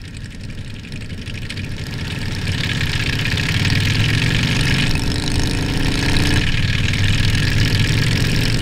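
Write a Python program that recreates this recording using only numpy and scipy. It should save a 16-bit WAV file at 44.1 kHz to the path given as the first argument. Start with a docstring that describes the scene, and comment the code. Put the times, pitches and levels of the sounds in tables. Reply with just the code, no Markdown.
"""An open concrete road, from the saddle of a V-twin cruiser pulling away beside a companion.
The ridden bike's uneven firings thump in the silencers, air rasps through its valves and its tappets tick.
The companion revs higher: its pipes drone, bark and crack, loose metal rattles and drive gears whine.
Each changes up once, while two more bikes rumble ahead and fade. Tyres hiss, and as the pace builds
the wind buffets the microphone's case harder; that case colours the whole mix."""
import sys
import numpy as np
from scipy import signal
from scipy.fft import rfft, irfft, next_fast_len
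from scipy.io import wavfile

SR = 44100
rng = np.random.default_rng(int(sys.argv[2]) if len(sys.argv) > 2 else 0)


def master_out(mix):
    """Clip the mix to full scale and print it as 16-bit PCM to the path in sys.argv[1]."""
    frames = np.transpose(np.atleast_2d(mix))
    ceiling = np.clip(frames, -1, 1)
    pcm = np.round(ceiling * 32767).astype(np.int16)
    wavfile.write(sys.argv[1], SR, pcm)


N = 379701
TIME = np.arange(N) / SR

# The tone of each layer. Each row: frequency in Hz, relative spectral level in dB.
BUFFET_EQ = [(8, -15.5), (15, -12), (18.5, 2.5), (22, -10.5), (35, -9.5), (55, -18.5), (90, -11),
             (200, -23.5), (500, -51), (1500, -66)]  # wind on the case
RUSH_EQ = [(60, 0), (250, 1), (520, -1), (680, -2), (1000, -1), (1250, 0), (1700, 2), (3000, -1),
           (5400, -6), (6300, -12), (9000, -15), (11000, -24), (16000, -29)]  # wind, tyres and gas
RUMBLE_EQ = [(25, -23), (60, -13.5), (95, 1), (135, -6), (185, -5), (235, -3.5), (300, -17), (400, -19),
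             (560, -22.5), (620, -21), (680, -59), (1500, -53)]  # bikes ahead, dulled by distance
DRONE_EQ = [(20, -9), (60, -0.5), (100, 8), (160, -1), (210, -1.5), (290, 5.5), (350, -8), (425, -1),
            (500, -11), (590, -13), (680, -18), (1200, -45), (2500, -49)]  # companion's pipes
BARK_EQ = [(300, -15), (500, -16), (630, -11), (730, 8.5), (810, -2.5), (930, 5.5), (1200, -5), (1400, -10),
           (1750, -4.5), (2500, -13), (5000, -34)]  # its pulses under load
CRACK_EQ = [(500, -31), (1100, -21), (1700, -4.5), (3000, -25.5), (4200, 6.5), (5400, 4.5), (6050, 0),
            (6500, -7.5), (8200, -4.5), (9400, -9), (10300, -12.5), (13500, -14.5), (15500, -16.5)]  # puffs leaving its pipes
TICK_EQ = [(500, -41), (800, -21), (1300, -9), (1700, -5), (2600, 7), (4000, -2), (5400, -6), (6100, -13),
           (8800, -10.5), (11000, -19.5), (16000, -50)]  # ridden bike's tappets
RASP_EQ = [(300, -39), (900, -19), (1200, -3), (1500, -15.5), (1650, -2.5), (2100, -1), (2800, 1),
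           (3600, -3), (4500, -7), (5500, -14.5), (6200, -12.5), (8000, -24), (11000, -33), (16000, -39)]  # air through its valves
THUMP_EQ = [(15, -8.5), (40, -13), (62, -14), (82, -3), (100, 6.5), (125, 1.5), (158, 3.5), (200, -11),
            (250, -7), (340, -23.5), (560, -20.5), (670, -38), (1500, -74.5)]  # its silencers
# Resonances and hollows of the case. Each row: centre in Hz, width in Hz, gain in dB.
CASE_EQ = [(718, 12, 1.5), (756, 17, 1.5), (897, 61, 5.5), (1195, 43, -21.5), (1377, 49, 5.5),
           (1663, 160, 6), (1855, 160, 6.5), (2030, 81, -5), (2440, 51, 3), (2954, 35, 7),
           (3420, 160, -1.5), (5550, 130, 4), (6010, 330, -7.5), (9160, 210, -1.5)]
# The companion's loose metal. Each row: mode frequency in Hz, level in dB, time to fall 60 dB in seconds.
METAL_MODES = [(2585, -7.5, 0.075), (2950, -8.5, 0.016), (3970, 4, 0.012), (4360, -2.5, 0.027),
               (5200, 6, 0.0048), (5290, -7, 0.034), (6380, -2.5, 0.02), (8040, -7, 0.017),
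               (9000, -20, 0.0057), (9170, 2, 0.011)]
# Echoes inside the pipes and silencer chambers. Each entry: a pulse's round trip in seconds.
PIPE_TRIPS_S = [0.003203, .0067, .0113]
# Clicks of the valve gear. Each row: place in the cycle from 0 to 1, level in dB.
TAPPET_CLICKS = [(.04, -18), (.42, -13), (0.588, 1.5), (0.857, 2)]
# Voicing of the pipes. Each entry: boost or cut in dB for a multiple of the cycle rate, from the second up.
RIDDEN_HARMONICS_DB = [-3, -8, -8, 3.5, 3.5, 1.5, 0.5, 3]
COMPANION_HARMONICS_DB = [-7, -3.5, -7, 1.5, 1, 2.5, -0.5, -1.5, 2, 7.5, 2, -0.5]
# The companion's drive gears. Each entry: a tone's pitch as a multiple of the cycle rate.
GEAR_MULTIPLES = [18, 23, 28]

# Engine speed. Each row: time in seconds, four-stroke cycles per second.
RIDDEN_REVS = [(0, 11.01), (1.22, 11.81), (1.57, 14.55), (1.79, 12.9), (2.16, 19.56), (2.68, 17.67),
               (3.06, 14.91), (3.9, 20.87), (4.78, 26.64), (5.11, 17.15), (5.79, 17.2), (8.61, 23.77)]  # rolls, takes up the clutch, pulls, changes up, pulls again
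COMPANION_REVS = [(0, 11.12), (.34, 9.54), (1.38, 12.72), (2.99, 16.73), (4.12, 20.73), (6.35, 29.45),
                  (6.66, 21.43), (7.06, 19.19), (8.61, 22.26)]  # one long pull, then a change up
# The two bikes ahead. Each row: time in seconds, cycles per second of one, then of the other.
GROUP_REVS = [(0, 12.5, 9), (1.2, 15, 11.5), (2.3, 18.5, 17), (3.2, 22, 19), (5, 19, 24), (8.61, 24, 21)]
# Throttle moves. Each row: time in seconds, opening from 0 to 1.
RIDDEN_OPENING = [(0, 0.06), (.9, 0.13), (1.6, 0.39), (2.25, 0.5), (2.6, 0.92), (3.7, 1), (4.85, 0.91),
                  (4.96, 0.26), (5.55, 0.53), (6, 0.88), (6.75, 0.94), (8.45, 0.88), (8.61, 0.54)]
COMPANION_OPENING = [(0, 0.52), (1.4, 0.57), (2, 0.75), (3.5, 0.92), (4.5, 0.84), (5.3, 0.82), (5.7, 0.83),
                     (6.36, 0.91), (6.44, 0.27), (6.7, 0.2), (6.97, 0.75), (7.75, 1), (8.61, 0.99)]
# Pace along the road. 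Each row: time in seconds, speed in metres per second.
ROAD_PACE = [(0, 3.5), (1.8, 3.8), (2.8, 5.1), (3.8, 9.4), (5, 10.8), (8.61, 12.8)]

# Swells on single layers. Each row: start in seconds, end in seconds, lift in dB.
GUST_SWELLS = [(4.95, 5.08, 4), (5.38, 5.5, 3.5), (7.45, 7.8, 3.5)]  # gusts strike the case
RATTLE_SWELLS = [(4.6, 5.6, 10.5), (5.95, 6.36, 10.5), (6.97, 7.35, 11)]  # the loose metal shakes harder
BARK_SWELLS = [(1.9, 6.36, 4.5), (1.9, 3.6, 4)]  # through first gear, most as the companion draws past
CRACK_SWELLS = [(6.22, 6.36, 3), (6.98, 7.3, 2.5)]  # at the top of its pull, and as it picks up again
CLATTER_SWELLS = [(1.25, 1.6, 4.5)]  # the valve gear clatters as the clutch begins to bite

CRUISE_CYCLES_PER_S, CRUISE_M_PER_S = 20, 12  # the revs and pace at which levels are set


def from_db(db):
    """Decibels to gain."""
    return 10 ** (np.asarray(db) / 20)


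def unit_power(x):
    """Scale to an RMS of one."""
    return x / np.sqrt(np.mean(x ** 2) + 1e-20)


def curves(rows):
    """One smooth control curve for each column after the time."""
    times, *columns = np.transpose(rows)
    return [np.interp(TIME, times, column) for column in columns]


def swells(rows, attack_s, release_s):
    """A lift in dB that builds before each start, holds to the end and then dies away."""
    return sum(np.interp(TIME, [start - attack_s, start, end, end + release_s], [0, db, db, 0])
               for start, end, db in rows)


def drift(per_s):
    """A wobble that glides between random values of spread 1."""
    knots = rng.standard_normal(4000)
    return np.interp(TIME * per_s, np.arange(len(knots)), knots)


def flutter(spread_db, per_s):
    """A randomly wavering gain, held within twice its spread."""
    return from_db(spread_db * np.clip(drift(per_s), -2, 2))


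def causal_filter(x, db_at, size=16384):
    """Minimum-phase filter with the response db_at(Hz): it rings only after each impulse."""
    hz = np.maximum(np.arange(size // 2 + 1) * SR / size, 1)
    cepstrum = irfft(np.log(from_db(db_at(hz))))
    cepstrum[1:size // 2] *= 2
    cepstrum[size // 2 + 1:] = 0
    return signal.oaconvolve(x, irfft(np.exp(rfft(cepstrum))))[:N]


def coloured(x, eq):
    """Shape x with an EQ curve that rolls off beyond its ends, then bring it to unit power."""
    points_hz, db = np.transpose(eq)
    octaves = np.log2(np.r_[points_hz[0] / 10, points_hz, points_hz[-1] * 10])
    db = np.r_[db[0] - 40, db, db[-1] - 60]
    return unit_power(causal_filter(x, lambda hz: np.interp(np.log2(hz), octaves, db)))


def patchy_noise(patchy_db, per_s, bands=12):
    """Turbulence whose treble bands swell and fade separately, so no two puffs have the same colour."""
    edges_hz = np.geomspace(1500, 16000, bands + 1)
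    white = rng.standard_normal((2, N))
    out = signal.sosfilt(signal.butter(2, edges_hz[0], fs=SR, output="sos"), white[1])
    for k in range(bands):
        band_pass = signal.butter(2, edges_hz[k:k + 2], "band", fs=SR, output="sos")
        out += signal.sosfilt(band_pass, white[k % 2]) * unit_power(flutter(patchy_db, per_s))
    return out


def puffs(impulses, rise_s, decay_s, patchy_db):
    """Each impulse lets out a puff of turbulent noise."""
    age = np.arange(4096) / SR
    envelope = (1 - np.exp(-age / rise_s)) * np.exp(-age / decay_s)
    return signal.oaconvolve(impulses, envelope)[:N] * patchy_noise(patchy_db, per_s=50)


def strokes(revs, place, jitter, uneven_db, count=256):
    """One impulse per engine cycle at a given place in it, each a little off in time and strength."""
    cycles = np.cumsum(revs) / SR
    timing, strength = rng.standard_normal((count, 2)).T
    due = np.arange(count) + place + jitter * timing
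    heard = (due > 0) & (due < cycles[-1])
    at = np.searchsorted(cycles, due[heard])
    out = np.zeros(N)
    out[at] = from_db(uneven_db * np.clip(strength[heard], -2, 2))
    return out / np.sqrt(revs)  # equal power at any revs


def effort(revs, throttle, db, octave_db, shut_db):
    """Engine gain: db at cruising revs, up octave_db per doubling, down shut_db with the throttle shut."""
    return from_db(db + octave_db * np.log2(revs / CRUISE_CYCLES_PER_S) - shut_db * (1 - throttle))


def pipe_voicing(revs, pattern, harmonics_db):
    """Clean tones that boost or cut the low harmonics of a firing pattern of (place in the cycle, gain)."""
    cycles, out = np.cumsum(revs) / SR, 0
    for multiple, db in enumerate(harmonics_db, 2):
        weight = sum(gain * np.exp(-2j * np.pi * multiple * place) for place, gain in pattern)
        harmonic = abs(weight) * np.cos(2 * np.pi * multiple * cycles + np.angle(weight))
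        out += (from_db(db) - 1) * harmonic
    return out * 2 * np.sqrt(revs) / SR  # on the scale of the strokes


def in_pipes(x, reflection=0.5):
    """Each pulse bounces to and fro before it has all come out, which rounds it into a throb."""
    size = next_fast_len(N + SR)
    hz, spectrum = np.arange(size // 2 + 1) * SR / size, rfft(x, size)
    for trip_s in PIPE_TRIPS_S:
        delay = np.exp(-2j * np.pi * hz * trip_s)
        spectrum *= (delay - reflection) / (1 - reflection * delay)
    return irfft(spectrum, size)[:N]


def bikes_ahead(leave_s=2.5, swell_db_per_s=4.5, fade_db=12, fade_s=0.79):
    """Two exhausts blend into a low rumble that swells as they open up and fades as they leave."""
    swell = swell_db_per_s * np.minimum(TIME - leave_s, 0)
    fade = fade_db * (1 - np.exp(-np.maximum(TIME - leave_s, 0) / fade_s))
    firings = sum(strokes(revs, place, jitter=0.0036, uneven_db=4.5)
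                  for revs in curves(GROUP_REVS) for place in (.1, .52))
    return from_db(-29 + swell - fade) * coloured(in_pipes(firings), RUMBLE_EQ)


def wind_buffet(pace_octaves):
    """Wind beats on the case: a lumpy low end that grows with the pace and jumps in gusts."""
    level_db = -20.5 + 6 * pace_octaves + swells(GUST_SWELLS, attack_s=0.1, release_s=0.088)
    return from_db(level_db + 0.27 * drift(10)) * coloured(rng.standard_normal(N), BUFFET_EQ)


def air_rush(pace_octaves, ridden, beside):
    """One smooth noise bed for wind and tyres, the ridden bike's hiss and the companion's roar of gas."""
    road = from_db(-50 + 1.5 * pace_octaves)
    hiss = effort(*ridden, db=-37, octave_db=11.5, shut_db=5.5)
    roar = effort(*beside, db=-42, octave_db=9.5, shut_db=15) * bark_lift()
    gain = np.sqrt(road ** 2 + hiss ** 2 + roar ** 2) * from_db(0.26 * drift(14))
    return gain * coloured(rng.standard_normal(N), RUSH_EQ)


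def gear_whine(revs, throttle, tones_db=(-43, -43.5, -43.5), ring_hz=(370, 528)):
    """Meshing teeth sing fluttering tones; each stands out as the revs carry it into the gear case's ring."""
    cycles = np.cumsum(revs) / SR
    tones = sum(from_db(db) * flutter(spread_db=3, per_s=14) * np.sin(2 * np.pi * multiple * cycles)
                for multiple, db in zip(GEAR_MULTIPLES, tones_db))
    gear_case = signal.butter(2, ring_hz, "band", fs=SR, output="sos")
    return from_db(-5.5 * (1.5 - throttle)) * signal.sosfilt(gear_case, tones)


def metal_rattle(firings):
    """Each firing strikes every mode of the loose metal with a strength of its own."""
    knocks = puffs(firings, rise_s=0.00018, decay_s=0.0012, patchy_db=3)
    ringing = 0
    for hz, db, t60 in METAL_MODES:
        radius, angle = from_db(-60 / (t60 * SR)), 2 * np.pi * hz / SR
        strikes = knocks * from_db(db) * flutter(spread_db=4.5, per_s=60)
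        feedback = [1, -2 * radius * np.cos(angle), radius ** 2]
        ringing += signal.lfilter([0, np.sin(angle)], feedback, strikes + 1e-18)
    low_pass = signal.butter(2, 10500, fs=SR, output="sos")
    dulled = signal.sosfilt(low_pass, signal.sosfilt(low_pass, ringing))
    return from_db(swells(RATTLE_SWELLS, attack_s=0.16, release_s=0.19)) * unit_power(dulled)


def exhaust_crack(firings):
    """Each firing leaves the pipe as a short, bright puff of gas."""
    gas = puffs(firings, rise_s=.0002, decay_s=.0024, patchy_db=5.5)
    return from_db(swells(CRACK_SWELLS, attack_s=0.18, release_s=0.042)) * coloured(gas, CRACK_EQ)


def bark_lift():
    """Extra gain on the companion's bark and roar through first gear."""
    return from_db(swells(BARK_SWELLS, attack_s=0.33, release_s=0.35))


def companion_bike(revs, throttle, front_db=-5, front_crack_db=-2.5):
    """Firings drone in the pipes, crack at their ends and shake metal; under load they steepen to a bark."""
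    pattern = [(.178, from_db(front_db)), (.58, 1)]
    front, rear = [strokes(revs, place, jitter=.0024, uneven_db=1.2) for place, _ in pattern]
    firings = from_db(front_db) * front + rear
    drone = coloured(in_pipes(firings + pipe_voicing(revs, pattern, COMPANION_HARMONICS_DB)), DRONE_EQ)
    bark = bark_lift() * coloured(firings, BARK_EQ)
    crack = exhaust_crack(from_db(front_crack_db) * front + rear)
    return (drone * effort(revs, throttle, db=-26, octave_db=11, shut_db=13.5)
            + bark * effort(revs, throttle, db=-48, octave_db=16.5, shut_db=11.5)
            + crack * effort(revs, throttle, db=-30, octave_db=3, shut_db=41.5)
            + metal_rattle(firings) * effort(revs, throttle, db=-41, octave_db=7, shut_db=10)
            + gear_whine(revs, throttle))


def clutch_clack(at_s=1.502, decay_s=0.0075):
    """As the clutch bites, one hard contact in the drive rings the same metal as the tappets."""
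    age = np.maximum(TIME - at_s, 0)
    envelope = (age > 0) * np.exp(-np.minimum(age / decay_s, 20))
    return from_db(-53) * coloured(envelope * rng.standard_normal(N), TICK_EQ)


def valve_ticks(revs):
    """Tappets click at set places in every cycle, never twice with the same strength."""
    level_db = -37.5 + 7 * np.log2(revs / CRUISE_CYCLES_PER_S)
    clatter_db = swells(CLATTER_SWELLS, attack_s=0.3, release_s=.1)
    taps = sum(from_db(db) * strokes(revs, place, jitter=.007, uneven_db=2.2)
               for place, db in TAPPET_CLICKS)
    clicks = puffs(taps, rise_s=0.00012, decay_s=0.006, patchy_db=8.5)
    return from_db(level_db + clatter_db) * coloured(clicks, TICK_EQ)


def throttle_rasp(revs, throttle, attack_cycles=0.013, decay_cycles=0.25, uneven_db=1.5, leak_db=-21):
    """Air tears through each cylinder's valve for part of the cycle, hardest just after it opens."""
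    cycles, flow = np.cumsum(revs) / SR, from_db(leak_db)
    for opens, cylinder_db in [(.415, 1.6), (.84, -2.1)]:
        turn, age = np.divmod(cycles - opens + 1, 1)
        strength = from_db(cylinder_db + uneven_db * rng.standard_normal(256))[turn.astype(int)]
        flow += strength * np.minimum(age / attack_cycles, 1) * np.exp(-(age / decay_cycles) ** 1.64)
    turbulence = patchy_noise(patchy_db=3, per_s=60)
    grain = from_db(-1.5 * drift(500))
    rasp = coloured(flow * turbulence * grain, RASP_EQ)
    return rasp * effort(revs, throttle, db=-24, octave_db=1.5, shut_db=24)


def exhaust_thump(revs, throttle, rear_db=-8.5):
    """Two unevenly spaced, unequal firings per cycle boom in the ridden bike's silencers."""
    pattern = [(.42, 1), (.84, from_db(rear_db))]
    firings = sum(gain * strokes(revs, place, jitter=.002, uneven_db=.9) for place, gain in pattern)
    boom = coloured(in_pipes(firings + pipe_voicing(revs, pattern, RIDDEN_HARMONICS_DB)), THUMP_EQ)
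    return boom * effort(revs, throttle, db=-20, octave_db=6, shut_db=13)


def scene():
    """The mono mix of bikes and moving air; revs and throttle play the two near engines."""
    (revs,), (throttle,) = curves(RIDDEN_REVS), curves(RIDDEN_OPENING)
    beside = (*curves(COMPANION_REVS), *curves(COMPANION_OPENING))
    pace_octaves = np.log2(curves(ROAD_PACE)[0] / CRUISE_M_PER_S)
    ridden_bike = exhaust_thump(revs, throttle) + throttle_rasp(revs, throttle) + valve_ticks(revs)
    other_bikes = companion_bike(*beside) + bikes_ahead()
    air = wind_buffet(pace_octaves) + air_rush(pace_octaves, (revs, throttle), beside)
    return (ridden_bike + other_bikes + air + clutch_clack())[None]


def record(dry, ceiling=0.9, cutoff_hz=15600):
    """The case colours everything, the highest peaks are rounded and the top end is cut."""
    boxed = causal_filter(dry[0], lambda hz: sum(db / (1 + (2 * (hz - centre) / width) ** 2)
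                                                 for centre, width, db in CASE_EQ))
    rounded = boxed / (1 + (boxed / ceiling) ** 6) ** (1 / 6)
    low_pass = signal.ellip(10, .2, 90, cutoff_hz, fs=SR, output="sos")
    return signal.sosfilt(low_pass, rounded)[None]


dry = scene()
out = record(dry)
master_out(out)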